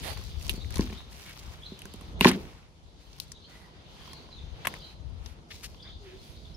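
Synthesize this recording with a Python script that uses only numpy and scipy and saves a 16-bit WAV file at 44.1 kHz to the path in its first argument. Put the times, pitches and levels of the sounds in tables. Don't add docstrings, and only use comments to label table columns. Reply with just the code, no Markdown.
import sys
import numpy as np
from scipy import signal
from scipy.fft import rfft, irfft
from scipy.io import wavfile
from scipy.ndimage import uniform_filter1d

SR = 44100
rng = np.random.default_rng(int(sys.argv[2]) if len(sys.argv) > 2 else 0)


def volts(x):
    e = np.asarray(x, float) / 20
    return 10 ** e


def store_wav(level_fs):
    pcm = np.round(np.clip(np.atleast_2d(level_fs), -1, 1) * 32767)
    wavfile.write(sys.argv[1], SR, pcm.T.astype(np.int16))


N = 289296

# start t/s, length/s, firmest after/s, grit level/dB, crumb level/dB
GRABS = [(0, 0.65, 0.1, -57, -56.5), (0.397, 0.18, 0.11, -56.5, -60), (0.708, .32, 0.1, -59.5, -53),
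         (2.247, 0.44, 0.087, -64.5, -57.5), (3.486, 0.28, .01, -71.5, -64), (3.742, 0.13, .01, -80, -66),
         (3.853, 0.43, .22, -68.5, -59.5), (4.548, 0.238, 0.22, -68, -56.5),
         (4.999, 0.41, 0.27, -76, -66.5), (5.498, .44, 0.036, -64, -66), (6.036, 0.63, 0.22, -70.5, -72.5)]
# start t/s, length/s, grit level/dB, crumb level/dB
DRAGS = [
    (0.562, .14, -70.5, -65.5),
    (1.025, 0.11, -76, -67.5),
    (1.109, 0.2984, -63, -61.5),
    (1.411, 0.15, -67.5, -59.5),
    (1.542, 0.6, -73.5, -64),
    (2.997, .35, -75.5, -71.5),
    (4.296, 0.45, -79, -68),
    (4.796, 0.15, -74, -65.5),
    (6.018, 0.52, -76.5, -73),
]
GRIT_SAG_DB_PER_S, CRUMB_SAG_DB_PER_S = 50, 35.5
REST_GRIT_DB, REST_CRUMB_DB = -81, -77
TOUCH_S = .03
# f/Hz, level/dB per Hz
GRIT_COLOUR = [(1470, -34), (2500, -5.5), (3830, -13), (4800, -5.5), (6760, -8.5), (8020, -14),
               (13300, -16.5), (16000, -23.5)]
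# f/Hz, level/dB per Hz
CRUMB_COLOUR = [(500, -34), (900, -3.5), (1500, -10), (2100, -9.5), (2900, -7), (4500, -14.5), (7000, -47)]

# t/s, peak level/dB, left-right/dB
GUSTS = [(0, -41.5, 6), (.18, -39.5, 11), (.46, -38.5, 14), (.66, -45, 21), (.8, -32.5, 4.5),
         (1.47, -47, 11), (2.23, -35.5, 2.5), (2.48, -45, 0), (3.21, -50.5, 14), (4.42, -47, 9),
         (4.62, -47, 0.5), (5.129, -41, 16.5), (5.7, -48.5, 6), (5.94, -47, 1.5), (6.23, -55, 4),
         (6.55, -44.5, -19)]
BREEZE_DB, GUST_RISE_DB_PER_S, GUST_FALL_DB_PER_S = -52.5, 65, 57
PULL_S, SINK_S, SINK_DB, RECOVER_DB_PER_S = 2.43, 0.2, 6.5, 5.5

# t/s, peak level/dB
SWELLS = [
    (.05, -48.5),
    (.5, -51.5),
    (.81, -48.5),
    (2.3, -39.5),
    (4.19, -54.5),
    (4.7, -48),
]
TOWN_DB, SWELL_RISE_DB_PER_S, SWELL_FALL_DB_PER_S = -57.5, 75, 84.5
# f/Hz, level/dB per Hz
HUM_COLOUR = [(59, -30), (100, -23), (174, -0.5), (201, -14.5), (321, -14.5), (882, -22), (3000, -43),
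              (3900, -81.5)]
# f/Hz, likeness (1 = the same)
LIKENESS = [(60, -0.5), (180, 1), (550, 0.57), (1650, -0.9), (4970, 0.38), (15000, 1.6)]

# t/s, level/dB
FLOCK = [(0, -56.5), (.66, -61), (.81, -55.5), (1.27, -75), (1.75, -63.5), (2.34, -64), (2.55, -78.5),
         (3.2, -66), (3.71, -68), (3.96, -63), (4.6, -66), (4.71, -54.5), (4.89, -70), (5.55, -73),
         (5.75, -66.5), (6.22, -64.5), (6.56, -66)]
# f/Hz, level/dB per Hz
CHORUS_COLOUR = [(2500, -32), (2900, 0.5), (3500, 1.5), (4500, 0.5), (5000, -3.5), (5600, -14.5), (7000, 2)]

# t/s, length/s, centre f/Hz, level/dB, left-right/dB
GLOVE_SCUFFS = [(0.036, .12, 575, -53.5, -26.5), (0.729, 0.076, 2390, -67, -11),
                (1.254, 0.091, 2320, -49.5, 1), (2.213, 0.04, 2670, -31.5, 3), (2.257, 0.073, 1140, -33, 0),
                (2.254, .058, 3170, -26, -1), (2.305, 0.062, 2370, -41, 1), (4.648, 0.016, 1700, -34, 8),
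                (5.503, 0.029, 2450, -45, 6), (5.519, 0.078, 3720, -56, 6.5),
                (5.831, 0.11, 1510, -58.5, -1), (6.034, .16, 2130, -57.5, -2)]
# t/s, length/s, centre f/Hz, level/dB, left-right/dB
LEAF_SCUFFS = [(0.021, .13, 2700, -46, -16), (0.495, 0.026, 3570, -45.5, -14),
               (1.125, 0.24, 2260, -60.5, -11), (3.491, .24, 890, -66.5, -8), (2.226, .024, 4000, -41, 2),
               (2.278, .022, 5500, -33, 0), (3.203, .05, 4500, -57, 5), (4.669, 0.022, 2000, -44, 17),
               (5.233, 0.12, 3530, -63, -6), (5.625, 0.045, 1900, -48, 2), (5.63, 0.044, 4200, -46, 5.5),
               (6.215, 0.19, 2870, -64, -6)]
GLOVE_GRIT_DB, LEAF_GRIT_DB = -22, -3.5

# t/s, length/s, start f/Hz, end f/Hz, level/dB
CHIRPS = [(0.081, 0.042, 4210, 4560, -39), (0.54, 0.041, 4740, 4250, -47.5),
          (0.597, 0.037, 3750, 3586, -44), (1.615, 0.038, 3110, 3540, -44.5),
          (1.641, 0.036, 3880, 4290, -44), (3.343, 0.045, 3750, 3550, -50.5), (3.44, 0.03, 4150, 4500, -49),
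          (3.485, 0.09, 1950, 2000, -56), (3.59, .09, 1980, 1920, -57), (3.648, 0.045, 1000, 980, -55.5),
          (0.931, 0.099, 3010, 4290, -49.5), (1.69, 0.055, 3580, 4030, -55),
          (5.526, 0.045, 4000, 3570, -55), (4.074, 0.13, 4640, 4230, -52.5),
          (4.304, 0.0516, 4260, 3930, -50.5), (4.361, 0.043, 3800, 3350, -47.5),
          (5.82, 0.016, 4700, 4800, -46), (3.418, .022, 4050, 4200, -54), (3.438, .02, 3150, 3350, -54),
          (6.43, 0.046, 3750, 3680, -54), (6.539, 0.019, 5460, 5360, -56.5),
          (6.165, 0.05, 4200, 4000, -59),
    (6.21, .06, 3500, 3200, -59),
    (6.35, .07, 4500, 4700, -61),
    (6.36, .04, 4000, 3700, -59),
]

# t/s, peak level/dB, ring f/Hz, wall level/dB, left-right/dB
BRITTLE = [(.4255, -38, 5940, -67, 1), (.4664, -38, 4570, -52, -1), (.7058, -37, 1620, -66, 2),
           (.7417, -31.5, 2460, -53, -1), (.7809, -33, 2480, -54, -8), (1.7908, -37, 3260, -72, 0),
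           (1.8548, -35.5, 1610, -53, -1), (1.938, -36, 3480, -63, -2), (2.0108, -43.5, 3450, -51.5, -4),
           (2.204, -36.5, 2480, -55, -8), (2.2538, -19, 1730, -12.5, -1), (2.2887, -18, 2710, -31, 2),
           (3.1864, -47, 5100, -57, 1), (4.1325, -36, 4360, -48.5, -2.5)]
# t/s, peak level/dB, ring f/Hz, wall level/dB, left-right/dB
WOODY = [(.1749, -38.5, 4140, -48, -12), (.411, -36.5, 2880, -67, -2), (.4474, -43, 4900, -63, -13),
         (.7572, -26, 4670, -48, 5), (.7697, -29, 4650, -41, -2), (.898, -42, 2520, -48, 2),
         (1.5363, -44, 3300, -54, -3), (1.8185, -31.5, 3220, -55, 0), (2.3138, -21.5, 2110, -34.5, 7),
         (4.6535, -26, 2080, -38, -8), (4.7395, -30, 2060, -42, 3)]
# t/s, peak level/dB, ring f/Hz, wall level/dB, left-right/dB
DAMP = [(.6454, -38, 2530, -73, -4), (.7238, -33, 4770, -65, -1), (.7926, -28, 1690, -37, 4),
        (.8081, -25, 4920, -41.5, -.5), (.9264, -36, 2480, -47, 4), (2.2457, -3, 1900, -22, 2),
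        (2.2775, -17, 2700, -24.5, -5.5), (5.7448, -46, 3480, -58, 5), (2.5283, -53, 2140, -59, -4),
        (2.6293, -52, 2200, -69.5, -3.5), (3.1304, -40, 4380, -75.5, -6), (3.3183, -30, 6000, -51.5, 5),
        (4.0761, -45, 3040, -53, -4), (4.2877, -54, 4160, -54, -3), (5.2605, -32.5, 3930, -54, 11)]
# t/s, peak level/dB, ring f/Hz, wall level/dB, left-right/dB
CRISP = [
    (.4945, -9, 3100, -47, 0),
    (2.2095, -3, 2830, -24, -1.5),
    (2.2697, -8, 3170, -22, -1.5),
]
# t/s, peak level/dB, ring f/Hz, wall level/dB,
# left-right/dB
BRIGHT_SNAPS = [(.922, -44, 3010, -60, 0), (1.121, -44, 1850, -60, 0), (1.262, -41, 2340, -60, 0),
                (1.293, -39, 2200, -60, 0), (1.805, -50, 6000, -70, 0), (1.96, -50, 6000, -70, 0),
                (2.023, -52, 6000, -70, 0), (2.195, -42, 2400, -55, 0), (2.2462, -24, 6000, -50, 3),
                (3.164, -48, 4500, -70, 0), (3.181, -48, 4500, -70, 0), (3.2, -23, 4430, -55, 8.5),
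                (4.6705, -14, 2190, -23.5, .5), (3.281, -54, 6000, -70, 0), (4.787, -48, 6000, -70, 0)]
# crack against ring/dB, ring dies in/s, crack dies in/s, top of the crack f/Hz
BRITTLE_WAY, WOODY_WAY, DAMP_WAY = (2.5, .0021, .0016, 11000), (-4.5, .0021, .0022, 10500), (-30, .0021, .0013, 12000)
CRISP_WAY, BRIGHT_WAY = (-8, .0011, .0018, 12000), (-2, .0018, .0022, 14000)
# f/Hz, level/dB, fall by 60 dB/s
WALL = [(580, -12.5, 0.0084), (982, -1, 0.013), (1067, -10.5, 0.049), (1440, -12, 0.014),
        (1750, -3.5, 0.0085)]

# t/s, peak level/dB
KNOCKS = [(0.19, -37), (0.498, -33.5), (0.536, -33), (0.575, -34), (0.654, -41), (0.709, -45),
          (0.76, -30.5), (0.791, -11.5), (0.899, -33), (0.923, -34), (1.717, -33.5), (1.851, -38.5),
          (1.939, -34.5), (2.014, -39), (2.209, -14), (2.221, -24), (2.2545, 0), (2.271, -17.5),
          (2.282, -18.5), (2.338, -27), (2.355, -29), (4.1, -42.5), (4.667, -29.5)]
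# f/Hz, level/dB, fall by 60 dB/s
TROUGH = [(198.7, -0.5, 0.068), (247, 0.5, 0.036), (319, -12.5, 0.085), (377, -3.5, 0.052),
          (430, -10, 0.015)]
KNOCK_LATE_S = .003

# t/s, length/s, start f/Hz, end f/Hz, level/dB
TRILLS = [
    (5.765, .19, 3350, 3650, -46.5),
    (5.83, .13, 4600, 4400, -55),
    (3.955, .1, 3050, 3500, -50),
    (4.045, .09, 2900, 3700, -48),
    (3.98, .08, 4500, 4800, -54),
    (4.785, .14, 4000, 4200, -46),
    (4.76, .14, 3300, 3100, -49),
    (4.795, .08, 4600, 4300, -48),
    (4.69, .08, 4900, 4700, -52),
    (4.13, .11, 4100, 4300, -51),
]
STROKES_PER_S, STROKE_RISE = 40, .22

# t/s, f/Hz, level/dB
DOVE = [
    (5.995, 425, -68),
    (6.03, 405, -64),
    (6.08, 368, -57),
    (6.11, 355, -66),
    (6.14, 378, -56),
    (6.175, 370, -64),
]
GARDEN_T60_S, GARDEN_DB = 0.4, -3.5

PORT_LAG_S = .00008
PORT_DIP_HZ, PORT_DIP_WIDTH_HZ, PORT_DIP_SHARE = 7600, 1300, .45
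TOP_HZ = 15900


def rms_one(x):
    return x / np.sqrt(np.mean(x ** 2) + 1e-20)


def in_time(rows):
    s, *columns = np.transpose(rows)
    return [np.interp(np.arange(N) / SR, s, c) for c in columns]


def at_hz(points, hz):
    table = np.array(points)
    return np.interp(np.log(hz), np.log(table[:, 0] + 1), table[:, 1])


def drift(rate):
    r = np.exp(-80 * np.pi * rate / SR)
    chance = rng.standard_normal(N // 40 + 2002)
    slow = signal.lfilter([1], [1, -2 * r, r * r], chance)[2000:]
    return np.interp(np.arange(N) / 40, np.arange(len(slow)), rms_one(slow))


def band(x, low_hz, high_hz):
    edges = [low_hz, min(high_hz, .45 * SR)]
    return signal.sosfilt(signal.butter(2, edges, "band", fs=SR, output="sos"), x)


def ring(clicks, hz, t60):
    r, w = volts(-60 / (t60 * SR)), 2 * np.pi * hz / SR
    return signal.lfilter([0, np.sin(w)], [1, -2 * r * np.cos(w), r * r], clicks + 1e-18)


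def sung(hz, level, wobble):
    return level * np.sin(2 * np.pi * np.cumsum(hz * (1 + wobble)) / SR)


def panned(x, pan_db):
    return x * volts(np.array([[pan_db / 2], [-pan_db / 2]]))


def near(x):
    turn = np.exp(-2j * np.pi * np.arange(N // 2 + 1) * SR / N * PORT_LAG_S)
    return np.array([irfft(rfft(x[0]) * turn, N), x[1]])


def coloured(source, spectrum, patchy_db, alike=None, count=2):
    out, edges = 0, 90 * 2 ** np.arange(0, 8, 1 / count)
    for k, (low, high) in enumerate(zip(edges, edges[1:])):
        hz = np.sqrt(low * high)
        if spectrum[0][0] < hz < spectrum[-1][0]:
            mid, side = band(source[k % 2], low, high)
            c = np.clip(at_hz(LIKENESS, hz) if alike is None else alike, -1, 1)
            gain = volts(at_hz(spectrum, hz) + patchy_db * drift(14))
            out = out + gain * (np.sqrt(1 + c) * mid + np.sqrt(1 - c) * side * [[1], [-1]])
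    return rms_one(out)


def humps(rows, rise_db_per_s, fall_db_per_s):
    table = np.array(rows)
    late = np.arange(N) / SR - table[:, :1]
    return volts(table[:, 1:2] + np.minimum(rise_db_per_s * late, -fall_db_per_s * late)) ** 2


def sunk():
    late = np.arange(N) / SR - PULL_S
    sinking, recovering = SINK_DB * late / SINK_S, SINK_DB - RECOVER_DB_PER_S * (late - SINK_S)
    return volts(-np.clip(np.minimum(sinking, recovering), 0, None))


def touch():
    t, out = np.arange(N) / SR, np.array([[REST_GRIT_DB], [REST_CRUMB_DB]]) * np.ones(N)
    sag = np.array([[GRIT_SAG_DB_PER_S], [CRUMB_SAG_DB_PER_S]])
    for s, length, *rest in GRABS + DRAGS:
        part = slice(round(s * SR), round((s + length) * SR))
        away = np.abs(t[part] - s - rest[0]) if len(rest) == 3 else 0
        out[:, part] = np.maximum(out[:, part], np.array(rest[-2:])[:, None] - sag * away)
    return uniform_filter1d(out, size=round(TOUCH_S * SR))


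def grains(per_s, spread_db, clump_db, hiss, bite):
    born = rng.random(N) < per_s * volts(clump_db * drift(25)) / SR
    sizes = volts(spread_db * np.minimum(rng.exponential(1, N), 4)) * born
    spread = signal.lfilter([1], [1, -.85], sizes)
    return rng.standard_normal((2, 2, N)) * (hiss + 1 - bite + bite * rms_one(spread))


def rustle():
    grit_db, crumb_db = touch()
    firm = np.clip((grit_db + 79) / 12, .35, 1.35)
    fine = grains(700., spread_db=3.2, clump_db=3., hiss=1.1, bite=firm)
    grit = coloured(fine, GRIT_COLOUR, patchy_db=1., alike=.2)
    coarse = grains(300., spread_db=4., clump_db=3., hiss=1.5, bite=firm)
    crumbs = coloured(coarse, CRUMB_COLOUR, patchy_db=1.5, alike=.3)
    dull = signal.sosfiltfilt(signal.butter(3, 12000, fs=SR, output="sos"), grit)
    bright = np.clip((grit_db + 82) / 12, 0, 1)
    grit = dull + bright * (grit - dull)
    return panned(volts(grit_db + 10.0) * grit + volts(crumb_db + 4.5) * crumbs, 0.84)


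def wind():
    lean = volts(np.array(GUSTS)[:, 2] * [[1], [-1]])
    gusts = lean @ humps(GUSTS, GUST_RISE_DB_PER_S, GUST_FALL_DB_PER_S)
    power = gusts + (volts(BREEZE_DB) * sunk()) ** 2
    shared, apart = rng.standard_normal(N), rng.standard_normal((2, N))
    lumps = volts(4.5 * np.array([drift(53), drift(54)]))
    rumble = band((0.78 * shared + 0.72 * apart) * lumps, 43, 88)
    return volts(-2.0) * np.sqrt(power) * rms_one(band(rumble, 33, 280))


def town_hum():
    swells = humps(SWELLS, SWELL_RISE_DB_PER_S, SWELL_FALL_DB_PER_S).sum(axis=0)
    power = swells + (volts(TOWN_DB) * sunk()) ** 2
    return volts(1.0) * np.sqrt(power) * coloured(rng.standard_normal((2, 2, N)), HUM_COLOUR, patchy_db=.8)


def chorus(chorus_db):
    blur = coloured(rng.standard_normal((2, 2, N)), CHORUS_COLOUR, patchy_db=2., count=5)
    return volts(chorus_db + 2.5) * blur


def flock(level):
    voices = 0
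    for centre_hz in (3400, 4000, 4600):
        snatches = np.maximum(drift(12) - .3, 0)
        hz = centre_hz * (1 + .07 * drift(15))
        voices = voices + sung(hz, level * snatches, .03 * drift(200))
    return voices


def scuffs():
    out = np.zeros((2, N))
    rows = [(*row, GLOVE_GRIT_DB) for row in GLOVE_SCUFFS] + [(*row, LEAF_GRIT_DB) for row in LEAF_SCUFFS]
    for s, length, hz, level_db, pan_db, grit_db in rows:
        at, size = round(s * SR), round(length * SR)
        ragged = rng.standard_normal(SR // 4) * (.4 + 2.5 * (rng.random(SR // 4) < .06))
        noise = (ragged + .6 * rng.standard_normal((2, SR // 4)))[:, :size]
        swell = np.sin(np.pi * np.linspace(0, 1, size) ** .7)
        body = volts(level_db) * rms_one(band(noise, hz * 0.63, hz * 1.7))
        grit = volts(level_db + grit_db) * rms_one(band(noise, 3300, 11500))
        out[:, at:at + size] += panned(swell * (body + grit), pan_db)
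    return out


def chirps():
    t, out = np.arange(N) / SR, np.zeros(N)
    waver, flutter = .048 * drift(220), volts(4.5 * drift(110))
    for s, length, start_hz, end_hz, level_db in CHIRPS:
        part = slice(round(s * SR), min(N, round((s + length) * SR)))
        phase = (t[part] - s) / length
        level = volts(level_db) * np.sin(np.pi * phase) * flutter[part]
        out[part] += sung(start_hz + (end_hz - start_hz) * phase, level, waver[part])
    return out


def snaps():
    kinds = [(BRITTLE, BRITTLE_WAY), (WOODY, WOODY_WAY), (DAMP, DAMP_WAY), (CRISP, CRISP_WAY), (BRIGHT_SNAPS, BRIGHT_WAY)]
    rows, size = [(*row, *way) for table, way in kinds for row in table], 4096
    t, out = np.arange(size) / SR, np.zeros((2, N + size))
    strengths = rng.normal(0, 1.0, (len(rows), len(WALL)))
    for row, own in zip(rows, strengths):
        s, peak_db, hz, wall_db, pan_db, crack_db, ring_s, crack_s, top_hz = row
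        shared, apart = rng.standard_normal(size), rng.standard_normal((2, size))
        noise = 0.1 * shared + .5 * apart
        burst = noise * (np.exp(-t / ring_s) + 0.19 * np.exp(-t / 0.0062))
        body = band(burst, hz * 0.74, hz * 1.4) + 0.037 * ring(burst, hz, 0.014)
        body = volts(peak_db - 1.0) * body / np.abs(body).max()
        crack = band(noise * (np.exp(-t / crack_s) + 0.11 * np.exp(-t / 0.013)), 3800, top_hz)
        crack = volts(peak_db + crack_db) * crack / np.abs(crack).max()
        blow = shared * np.exp(-t / 0.00206)
        tap = sum(volts(db + d) * ring(blow, f, t60) for (f, db, t60), d in zip(WALL, own))
        tap = volts(wall_db + 7) * tap / np.abs(tap).max()
        at = round(s * SR)
        out[:, at:at + size] += panned(body + crack + tap, pan_db)
    return out[:, :N]


def knocks():
    at, out = [round((s + KNOCK_LATE_S) * SR) for s, db in KNOCKS], 0
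    strengths = rng.normal(0, 2.0, (len(at), len(TROUGH)))
    fading = np.exp(-1 / (.05 * SR))
    for k, ((hz, level_db, t60), own) in enumerate(zip(TROUGH, strengths.T)):
        clicks = np.zeros(N)
        clicks[at] = volts(np.array(KNOCKS)[:, 1] + level_db - 6.5 + own)
        settling = volts(-41) * signal.lfilter([1], [1, -fading], clicks) * rng.standard_normal(N)
        out = out + panned(ring(clicks + settling, hz, t60), 1.5 - .5 * k ** 2)
    return band(out, 150, 500)


def trills():
    t, out = np.arange(N) / SR, np.zeros(N)
    uneven, waver = volts(2.5 * drift(30)), .045 * drift(200)
    for s, length, start_hz, end_hz, level_db in TRILLS:
        part = slice(round(s * SR), round((s + length) * SR))
        phase = (t[part] - s) / length
        stroke = (t[part] - s) * STROKES_PER_S % 1
        hz = (start_hz + (end_hz - start_hz) * phase) * (1 + STROKE_RISE * (stroke - .5))
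        level = volts(level_db) * np.sqrt(np.abs(np.sin(np.pi * phase))) * np.sin(np.pi * stroke) ** 2
        out[part] += sung(hz, level * uneven[part], waver[part])
    return out


def dove():
    t = np.arange(N) / SR
    coo_hz, coo_db = in_time(DOVE)
    fade = np.clip(np.minimum(t - DOVE[0][0], DOVE[-1][0] - t) / 0.013, 0, 1)
    return sung(coo_hz, volts(coo_db + 9.0) * fade, 0.0119 * drift(37))


def garden(small_birds, coo):
    t = np.arange(SR // 3) / SR
    tail = rng.standard_normal((2, SR // 3)) * volts(-60 * t / GARDEN_T60_S)
    tail = volts(GARDEN_DB) * tail / np.sqrt(np.sum(tail[0] ** 2))
    echoes = signal.fftconvolve((small_birds + 0.85 * coo)[None], tail)[:, :N]
    return 0.53 * small_birds + coo + echoes


def scene():
    hand = near(rustle() + scuffs() + snaps())
    chorus_db, = in_time(FLOCK)
    small_birds = flock(volts(chorus_db - 5)) + chirps() + trills()
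    return hand + knocks() + wind() + town_hum() + chorus(chorus_db) + garden(small_birds, dove())


def low_pass(x):
    return signal.sosfilt(signal.butter(12, 16650, fs=SR, output="sos"), x)


def record(dry):
    b, a = signal.iirpeak(PORT_DIP_HZ, PORT_DIP_HZ / PORT_DIP_WIDTH_HZ, fs=SR)
    heard = dry - PORT_DIP_SHARE * signal.lfilter(b, a, dry)
    heard = signal.sosfilt(signal.cheby2(10, 50, TOP_HZ + 700, fs=SR, output="sos"), heard)
    return low_pass(1.416 * np.tanh(heard / 1.188))


dry = scene()
out = record(dry)
store_wav(out)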